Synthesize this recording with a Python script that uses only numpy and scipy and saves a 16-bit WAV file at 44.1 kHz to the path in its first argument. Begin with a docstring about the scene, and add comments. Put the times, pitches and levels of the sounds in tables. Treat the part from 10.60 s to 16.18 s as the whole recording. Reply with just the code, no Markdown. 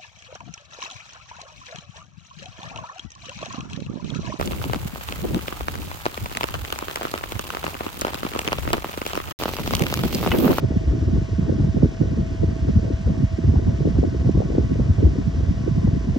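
"""In a small room, two desk fans on low speed blow straight at a pair of microphones.
Shaken tones that follow the fan speed make a soft whine; coloured noise is the hiss of the blades.
Band-filtered noise makes the draught's rumble on the ports, which swells and sinks with the flow.
Short wave packets that fall in pitch are eddies, heard as quick buffets, flutters and thumps."""
import sys
import numpy as np
from scipy import signal
from scipy.fft import rfft, irfft, next_fast_len
from scipy.io import wavfile
from scipy.ndimage import uniform_filter1d

SR = 44100
rng = np.random.default_rng(int(sys.argv[2]) if len(sys.argv) > 2 else 0)


def generate_wav(sig):
    """Save sig (samples, or channels by samples) to the path in sys.argv[1] as 16-bit PCM at SR."""
    pcm = np.round(np.clip(np.atleast_2d(sig).T, -1, 1) * 32767).astype(np.int16)
    wavfile.write(sys.argv[1], SR, pcm)


N = 246078  # samples in the scene


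def from_db(db):
    """Logarithmic level: decibels to amplitude gain."""
    return 10 ** (np.asarray(db) / 20)


def rms_one(x):
    """Normalisation: scale to unit root mean square over all channels."""
    return x / np.sqrt(np.mean(x ** 2) + 1e-20)


def in_time(rows):
    """Linear interpolation: a curve over time read at every sample."""
    return np.interp(np.arange(N) / SR, *np.transpose(rows))


def at_hz(points, hz):
    """Logarithmic frequency scale: a table read at the frequencies hz."""
    table = np.array(points)
    return np.interp(np.log(np.maximum(hz, 1)), np.log(table[:, 0]), table[:, 1])


def drift(rate):
    """Low-passed noise: slow chance with about `rate` changes a second, unit rms."""
    step = 40  # samples between the slow values
    pole = np.exp(-2 * np.pi * rate * step / SR)
    white = rng.standard_normal(N // step + 2002)
    slow = signal.lfilter([1], [1, -2 * pole, pole * pole], white)[2000:]  # settled part only
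    return np.interp(np.arange(N) / step, np.arange(len(slow)), rms_one(slow))


def butter(x, edges_hz, kind):
    """Maximally flat response: a causal second-order Butterworth filter."""
    return signal.sosfilt(signal.butter(2, edges_hz, kind, fs=SR, output="sos"), x)


def tone(hz, level_db, pan_db, lag_ms, unsteady, width_hz=20, own=0.55, fade_db=2.0):
    """Random modulation: turbulent inflow shakes level and phase, partly alike at both microphones."""
    shared, near, far = (drift(width_hz) + 1j * drift(width_hz) for _ in range(3))
    shake = 1 + unsteady * (np.sqrt(1 - own) * shared + np.sqrt(own) * np.array([near, far]))
    left, right = shake * np.exp(2j * np.pi * np.cumsum(hz) / SR)
    left = left * np.exp(-2j * np.pi * hz * lag_ms / 1000)
    fading_db = fade_db * min(unsteady, 1) * drift(2)
    pair = np.real([left * from_db(pan_db), right])
    return from_db(level_db + fading_db) * rms_one(pair)


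# fan speed, as the pitch of the main whine: t/s, f/Hz
FAN_SPEED = [(0, 650), (2.6, 651), (3.3, 655), (4.3, 658.5), (5.58, 660)]
# whine of one fan: multiple of the main pitch, starting level/dB, level slope/(dB per % of speed),
# left over right/dB, left lag/ms
WHINE_TONES = [(1, -45, -3.5, -2, 1.246), (1.546, -65.5, 4.5, 5, 0.98), (1.697, -60.5, 2, 2, 0.8),
               (2.275, -64, 1.5, 4, 0.77), (2.984, -66, 3.5, 12, .64)]
# shake of the main tone as a share of its level, and the power of the multiple by which it grows
UNSTEADY, UNSTEADY_POWER = .22, 2.4
# thin tone of the other fan: f/Hz, level/dB
STEADY_WHINE_HZ, STEADY_WHINE_DB = 1861.0, -68.5


def whine():
    """Proportional pitch: one fan's tones follow its speed over the room's peaks and dips; the other's holds."""
    pitch_hz = in_time(FAN_SPEED)
    faster_percent = 100 * (pitch_hz / pitch_hz[0] - 1)
    tones = np.zeros((2, N))
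    for multiple, level_db, slope_db, pan_db, lag_ms in WHINE_TONES:
        unsteady = UNSTEADY * multiple ** UNSTEADY_POWER
        tone_db = level_db + slope_db * faster_percent
        tones += tone(multiple * pitch_hz, tone_db, pan_db, lag_ms, unsteady)
    steady_hz = np.full(N, STEADY_WHINE_HZ)
    return tones + tone(steady_hz, STEADY_WHINE_DB, pan_db=2.5, lag_ms=0.52, unsteady=0.14)


# spectrum of air through blades and grilles: f/Hz, relative density level/dB
AIR_SPECTRUM = [(400, 0.5), (880, -2), (1100, -3), (1300, -3), (1550, -3.5), (1950, -4.5), (2700, -3.5),
                (3400, -8.5), (4300, -10.5), (5500, -8), (7000, -13.5), (9000, -22), (10800, -34),
                (13500, -39)]
# its narrow peaks and dips: centre f/Hz, width/Hz, level/dB
AIR_PEAKS = [(672, 115, 12), (1344, 77, -3), (1560, 150, 2), (1730, 78, 0), (1870, 91, 3.5), (2000, 90, -1),
             (2270, 260, 2.5), (2400, 67, 0.5)]
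AIR_DB, BLADE_HZ = -44.5, 87  # hiss level/dB, blade passing rate f/Hz


def blade_air(chop=0.04, waver_db=0.53):
    """Amplitude modulation: grille hiss, coloured by desk and walls, is chopped by each passing blade."""
    hz = np.fft.rfftfreq(N, 1 / SR)
    colour_db = at_hz(AIR_SPECTRUM, hz)
    for centre_hz, width_hz, peak_db in AIR_PEAKS:
        colour_db = colour_db + peak_db / (1 + (2 * (hz - centre_hz) / width_hz) ** 2)
    hiss = irfft(rfft(rng.standard_normal((2, N))) * from_db(colour_db), N)
    passing = 1 + chop * np.sin(2 * np.pi * BLADE_HZ * np.arange(N) / SR)
    return from_db(AIR_DB + waver_db * drift(27)) * passing * rms_one(hiss)


# strength of the draught, with its surges and lulls: t/s, level/dB
DRAUGHT_STRENGTH = [(0.0, -25), (0.6, -24.5), (0.68, -30.5), (0.82, -22.5), (1.2, -25.5), (1.33, -28.5),
                    (1.45, -23.5), (2.02, -25.5), (2.14, -23.5), (2.28, -23), (2.41, -29.5), (2.47, -22.5),
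                    (2.62, -24.5), (2.7, -35), (2.8, -25.5), (3.7, -23.5), (4.08, -26), (4.5, -23.5),
                    (4.72, -25), (5.58, -27)]


def flow(strong, stir=0.29, stir_s=.035, calm_db=-25):
    """Short-time power: draught strength in dB, raised where strong eddies stir the air."""
    power = uniform_filter1d(np.mean(strong ** 2, axis=0), int(stir_s * SR))
    power = np.maximum(power, 0)
    stirred_db = stir * 10 * np.log10(1 + power / from_db(calm_db) ** 2)
    return in_time(DRAUGHT_STRENGTH) + stirred_db


# spectrum of the rumble: f/Hz, relative density level/dB
RUMBLE_SPECTRUM = [(20, -23.5), (28, -18.5), (40, -8.5), (62, 6), (85, 2), (120, 0), (180, -5), (260, -9.5),
                   (350, -14), (450, -20), (600, -25), (800, -36), (1100, -52.5)]


def draught(flow_db, level_db=-24.0, lumpy_db=2, patchy_db=2, eddy_rate=24, gust_tilt=0.94):
    """Turbulence spectrum: the smallest eddies rumble; a stronger flow lifts the upper bands most."""
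    swing_db = flow_db - flow_db.mean() + lumpy_db * drift(eddy_rate)
    edges_hz = 18 * 2 ** np.arange(0, 6.1, .5)  # half-octave bands
    white = rng.standard_normal((2, 2, N + SR // 2))
    rumble = np.zeros((2, N))
    for k, (low, high) in enumerate(zip(edges_hz, edges_hz[1:])):
        hz = np.sqrt(low * high)
        response = np.clip(1 + gust_tilt * np.log2(hz / 80), .8, 1.5)
        gain = rms_one(from_db(response * swing_db + patchy_db * drift(eddy_rate)))
        band = butter(white[k % 2], [low, high], "band")[:, -N:]  # neighbours use separate noise
        rumble += from_db(at_hz(RUMBLE_SPECTRUM, hz)) * gain * band
    return from_db(level_db) * rms_one(rumble)


# strength of eddies at each pitch: f/Hz, relative level/dB
EDDY_STRENGTH = [(45, -7), (65, -0.5), (120, 1), (200, 0), (300, 1.5), (420, -1.5), (560, -10), (800, -16)]
# weak eddies: rate/(1/s), rms level of them all/dB, spread of strength either way/dB
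EDDIES_PER_S, EDDY_DB, EDDY_SPREAD_DB = 85, -27, 2


def weak_eddies(flow_db, cycles=0.88):
    """Random shedding: weak eddies of all sizes, stronger in a surge, as rows like those of STRONG_EDDIES."""
    chance = rng.random((int(EDDIES_PER_S * N / SR), 3))
    at = (chance[:, 0] * N).astype(int)
    lowest, highest = EDDY_STRENGTH[0][0], EDDY_STRENGTH[-1][0]
    hz = lowest * (highest / lowest) ** chance[:, 1]
    spread_db = EDDY_SPREAD_DB * (2 * chance[:, 2] - 1)
    level_db = flow_db[at] + at_hz(EDDY_STRENGTH, hz) + spread_db
    return zip(at / SR, level_db, hz, np.full(len(at), cycles))


# lesser eddies: level against the strong one/dB, pitch spread either way/octaves
WAKE_DB, WAKE_OCTAVES = -11.5, 1.077
# middle delay/s, scatter either way/s, trailing of lower ones/cycles
WAKE_DELAY_S, WAKE_SCATTER_S, WAKE_TRAIL = 0.00402, 0.01199, 1.1


def wakes(eddies, count=3, cycles=1.13):
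    """Eddy break-up: each strong eddy yields lesser ones; low pitch adds delay, scatter moves them in time."""
    rows = []
    for s, level_db, hz, _ in eddies:
        for pitch, time in rng.uniform(-0.998, 1, (count, 2)):
            own_hz = np.clip(hz * 2 ** (WAKE_OCTAVES * pitch), 50, 900)
            trail_s = WAKE_TRAIL * (1 / own_hz - 1 / hz)
            delay_s = WAKE_DELAY_S + WAKE_SCATTER_S * time + trail_s
            size_db = min(at_hz(EDDY_STRENGTH, own_hz) - at_hz(EDDY_STRENGTH, hz), 4)
            rows.append((s + delay_s, level_db + WAKE_DB + size_db, own_hz, cycles))
    return rows


SLOWING = .18  # an eddy slows as it spreads: growth of its period per unit of time


def buffet(level_db, hz, cycles):
    """Chirped wave packet: a few swings of pressure swell, fade and drop in pitch."""
    t = np.arange(-(SR // 10), SR // 10) / SR
    turns = np.log(np.maximum(1 + SLOWING * hz * t, .01)) / SLOWING  # cycles from the crest
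    swell = from_db(level_db) * np.exp(-.5 * (turns / cycles) ** 2)
    ends = np.minimum((t[-1] - np.abs(t)) / .03, 1)
    phase = rng.random((2, 1))  # its own in each channel
    return swell * ends * np.cos(2 * np.pi * (turns + phase))


# strong eddies striking the ports, deep thumps to quick flutters:
# crest t/s, crest level/dB, crest f/Hz, half-length/cycles
STRONG_EDDIES = [(0.042, -12, 400, 0.46), (0.05, -12, 113.6, 1.1), (0.109, -18.5, 309, 1.1),
                 (0.121, -22.5, 516, 0.65), (0.172, -8, 174, 0.54), (0.294, -12, 63.3, 0.81),
                 (0.338, -18, 313, 0.76), (0.431, -16, 80, 1.7), (0.476, -13.5, 132.3, 0.57),
                 (0.531, -14, 200, 0.6), (0.538, -14, 74.8, 0.9), (0.58, -15.0, 252, 0.72),
                 (0.589, -10.5, 92, 0.6), (0.624, -14, 145, 0.48), (0.728, -15, 98.8, 0.92),
                 (0.786, -13.5, 200, 0.41), (0.796, -14.5, 226.5, 0.48), (0.889, -16.5, 219, 1.6),
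                 (0.894, -18, 397, 0.8), (0.896, -15.5, 550, 0.6), (0.9, -14, 254.5, 1.4),
                 (0.925, -11, 310, 0.35), (0.999, -11, 180, 0.31), (1.011, -10, 113, 0.48),
                 (1.048, -12, 145, 0.47), (1.102, -8.5, 101.5, 0.53), (1.147, -14, 253, 0.6),
                 (1.169, -16.5, 500, 0.82), (1.174, -11, 178, 0.65), (1.23, -21, 448, 2.5),
                 (1.235, -4.5, 222, 0.54), (1.241, -5.5, 114.2, 0.35), (1.247, -11.5, 354, 0.39),
                 (1.259, -12, 281, 0.9), (1.412, -22.5, 502, 1.3), (1.415, -12, 140, 1.3),
                 (1.415, -10, 278, 0.68), (1.436, -23, 520, 0.7), (1.588, -16, 202, 1.4),
                 (1.593, -15, 275, 0.87), (1.595, -16.5, 115, 1.4), (1.816, -13, 80, 0.48),
                 (1.834, -10, 400, 0.6), (1.84, -11.5, 145.5, 0.66), (1.88, -14.5, 81.6, 1),
                 (2.033, -14.5, 79, 0.6), (2.091, -16.5, 392, 1.6), (2.095, -14, 229, 1.6),
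                 (2.107, -14.5, 115, 0.54), (2.163, -7, 181.4, 0.6), (2.175, -9.5, 81.3, 0.52),
                 (2.176, -16.0, 200, 0.82), (2.306, -16, 350.5, 1.4), (2.343, -15.5, 66.2, 0.9),
                 (2.468, -12, 75, 1.1), (2.505, -15, 173.3, 0.6), (2.517, -18, 179.5, 0.9),
                 (2.604, -15, 160.3, 0.6), (2.633, -20, 248, 1.8), (2.641, -6.5, 113.4, 0.52),
                 (2.735, -17.5, 79, 1.5), (2.79, -13.5, 306, 0.75), (2.843, -12.5, 285, 0.33),
                 (2.853, -11, 100, 0.36), (2.881, -15.5, 180, 0.39), (2.889, -8, 97.4, 1.3),
                 (2.895, -14, 200, 0.79), (2.941, -10.5, 286, 0.52), (2.959, -23.5, 672, 0.6),
                 (2.974, -7.0, 80.5, 0.42), (2.996, -24.5, 481, 0.59), (3.078, -14.5, 226, 1.7),
                 (3.091, -11, 100, 0.9), (3.208, -16, 350, 0.6), (3.218, -15, 129.4, 1.8),
                 (3.256, -7.5, 283, 0.48), (3.274, -11.5, 400, 0.5), (3.279, -14, 200, 0.4),
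                 (3.292, -12, 74.7, 0.55), (3.366, -12, 89, 1.4), (3.389, -10, 287, 0.53),
                 (3.397, -11, 115, 0.46), (3.43, -10.5, 400, 0.52), (3.439, -17.5, 630, 0.9),
                 (3.439, -15, 358, 0.3), (3.45, -14, 308, 0.97), (3.478, -14.5, 254, 0.9),
                 (3.549, -17.5, 358, 0.6), (3.661, -19.5, 482, 0.8), (3.665, -15.5, 161, 1.2),
                 (3.673, -12.5, 90, 1.4), (3.689, -16.5, 160, 1.2), (3.692, -23.5, 620, 0.6),
                 (3.693, -12.5, 438, 0.52), (3.696, -8.5, 257.5, 0.37), (3.756, -9.0, 117, 0.66),
                 (3.774, -13, 251, 0.45), (3.776, -17.5, 440, 0.5), (3.792, -11, 92.3, 0.78),
                 (3.805, -12.5, 493, 0.67), (3.82, -18.5, 616, 0.56), (3.859, -15.5, 145, 0.98),
                 (3.903, -14.5, 356, 0.47), (3.924, -18, 500, 0.6), (3.951, -12, 399, 0.55),
                 (3.983, -14, 255, 0.82), (3.985, -19.5, 493, 2), (3.985, -8, 355, 0.6),
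                 (4.004, -14, 80, 1.7), (4.049, -14, 143, 1.2), (4.109, -15, 200, 0.59),
                 (4.12, -13.5, 285, 1.6), (4.157, -21, 451, 0.8), (4.193, -15.5, 204, 0.61),
                 (4.198, -15, 478, 0.53), (4.205, -9.5, 145, 0.4), (4.22, -12, 159.3, 0.53),
                 (4.303, -10.5, 98, 0.9), (4.395, -15.5, 90, 1.2), (4.43, -11, 354, 0.92),
                 (4.436, -13, 388, 0.85), (4.453, -14.5, 128.7, 1.1), (4.459, -8, 75, 1.4),
                 (4.473, -13.5, 308, 0.7), (4.677, -8.5, 142, 0.51), (4.791, -17, 79, 1.8),
                 (4.836, -21, 397, 0.63), (4.895, -10.5, 82.4, 0.6), (4.914, -13.5, 197.3, 0.9),
                 (5.01, -16.5, 169, 0.74), (5.08, -13.5, 395, 1.1), (5.115, -12.5, 160, 0.48),
                 (5.178, -11.5, 112.5, 0.54), (5.183, -16, 180, 1.8), (5.25, -9, 158, 0.6),
                 (5.259, -16, 74.1, 1), (5.277, -16.5, 285, 1.4), (5.278, -21, 546, 0.8),
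                 (5.288, -9.5, 98.8, 0.6), (5.335, -10.5, 115, 0.42), (5.364, -13, 144, 0.6),
                 (5.375, -16.5, 226.4, 1), (5.489, -13.5, 200, 0.73), (5.51, -10, 66, 0.74),
                 (5.562, -21.5, 544, 0.65), (5.567, -14, 252, 0.86)]


def buffets(eddies):
    """Superposition: eddies strike the ports singly or tumbling over one another."""
    out = np.zeros((2, N + 2 * SR))  # a second of margin at each end
    for s, *shape in eddies:
        eddy = buffet(*shape)
        start = SR + round(s * SR) - eddy.shape[1] // 2
        out[:, start:start + eddy.shape[1]] += eddy
    return out[:, SR:SR + N]


# left-right likeness of the microphone pair: f/Hz, coherence (0-1)
PAIR_LIKENESS = [(30, .96), (65, .93), (120, .82), (200, .67), (300, .48), (430, .42), (580, .62),
                 (900, .5), (1150, .8), (1500, .87), (2500, .8), (3900, .92), (7500, .76), (9500, .95)]
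# how far left lags right: f/Hz, phase/rad
LEFT_LAG = [(20, 0), (140, .12), (280, .65), (450, 1.8), (620, 3.0), (850, 3.6), (1000, 5.3), (1350, 6.3),
            (1900, 7.8), (2500, 9.5), (3500, 12.4), (6300, 13.5), (9000, 15.7), (11000, 15.8),
            (13000, 18.8)]
# left over right: f/Hz, level/dB
LEFT_BALANCE = [(60, -.5), (130, -1.2), (220, -2), (400, 0), (600, 3), (800, 4.8), (1000, 2.5), (1200, 0),
                (1700, -.4), (2100, 2), (2600, .5), (4000, 0)]


def microphones(pair):
    """Spatial coherence: two unrelated sounds blend to set likeness, lag and balance by frequency."""
    size = next_fast_len(N + SR // 10)
    hz = np.fft.rfftfreq(size, 1 / SR)
    common, apart = rfft(pair, size)
    alike = at_hz(PAIR_LIKENESS, hz)
    common = common * np.sqrt((1 + alike) / 2)
    apart = apart * np.sqrt((1 - alike) / 2)
    lean = from_db(at_hz(LEFT_BALANCE, hz) / 2)  # half the balance on each side
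    left = (common + apart) * lean * np.exp(-1j * at_hz(LEFT_LAG, hz))
    right = (common - apart) / lean
    return irfft([left, right], size)[:, :N]


def scene():
    """Linear mixing: wind on the ports in front, the fans' own sound behind."""
    tones, hiss, strong = whine(), blade_air(), buffets(STRONG_EDDIES)
    flow_db = flow(strong)
    weak = from_db(EDDY_DB) * rms_one(buffets(weak_eddies(flow_db)))
    lesser = buffets(wakes(STRONG_EDDIES))
    wind = strong + lesser + weak + draught(flow_db)
    return microphones(wind + hiss) + tones


CUTOFF_HZ = 15100  # stopband edge


def record(dry, bass_cut_hz=31):
    """Band limiting and soft saturation: deepest bass cut, highest peaks rounded, top cut."""
    lean = butter(dry, bass_cut_hz, "high")
    rounded = lean / (1 + (lean / .95) ** 6) ** (1 / 6)
    top_cut = signal.cheby2(12, 70, CUTOFF_HZ, fs=SR, output="sos")
    return signal.sosfilt(top_cut, rounded)


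dry = scene()
out = record(dry)
generate_wav(out)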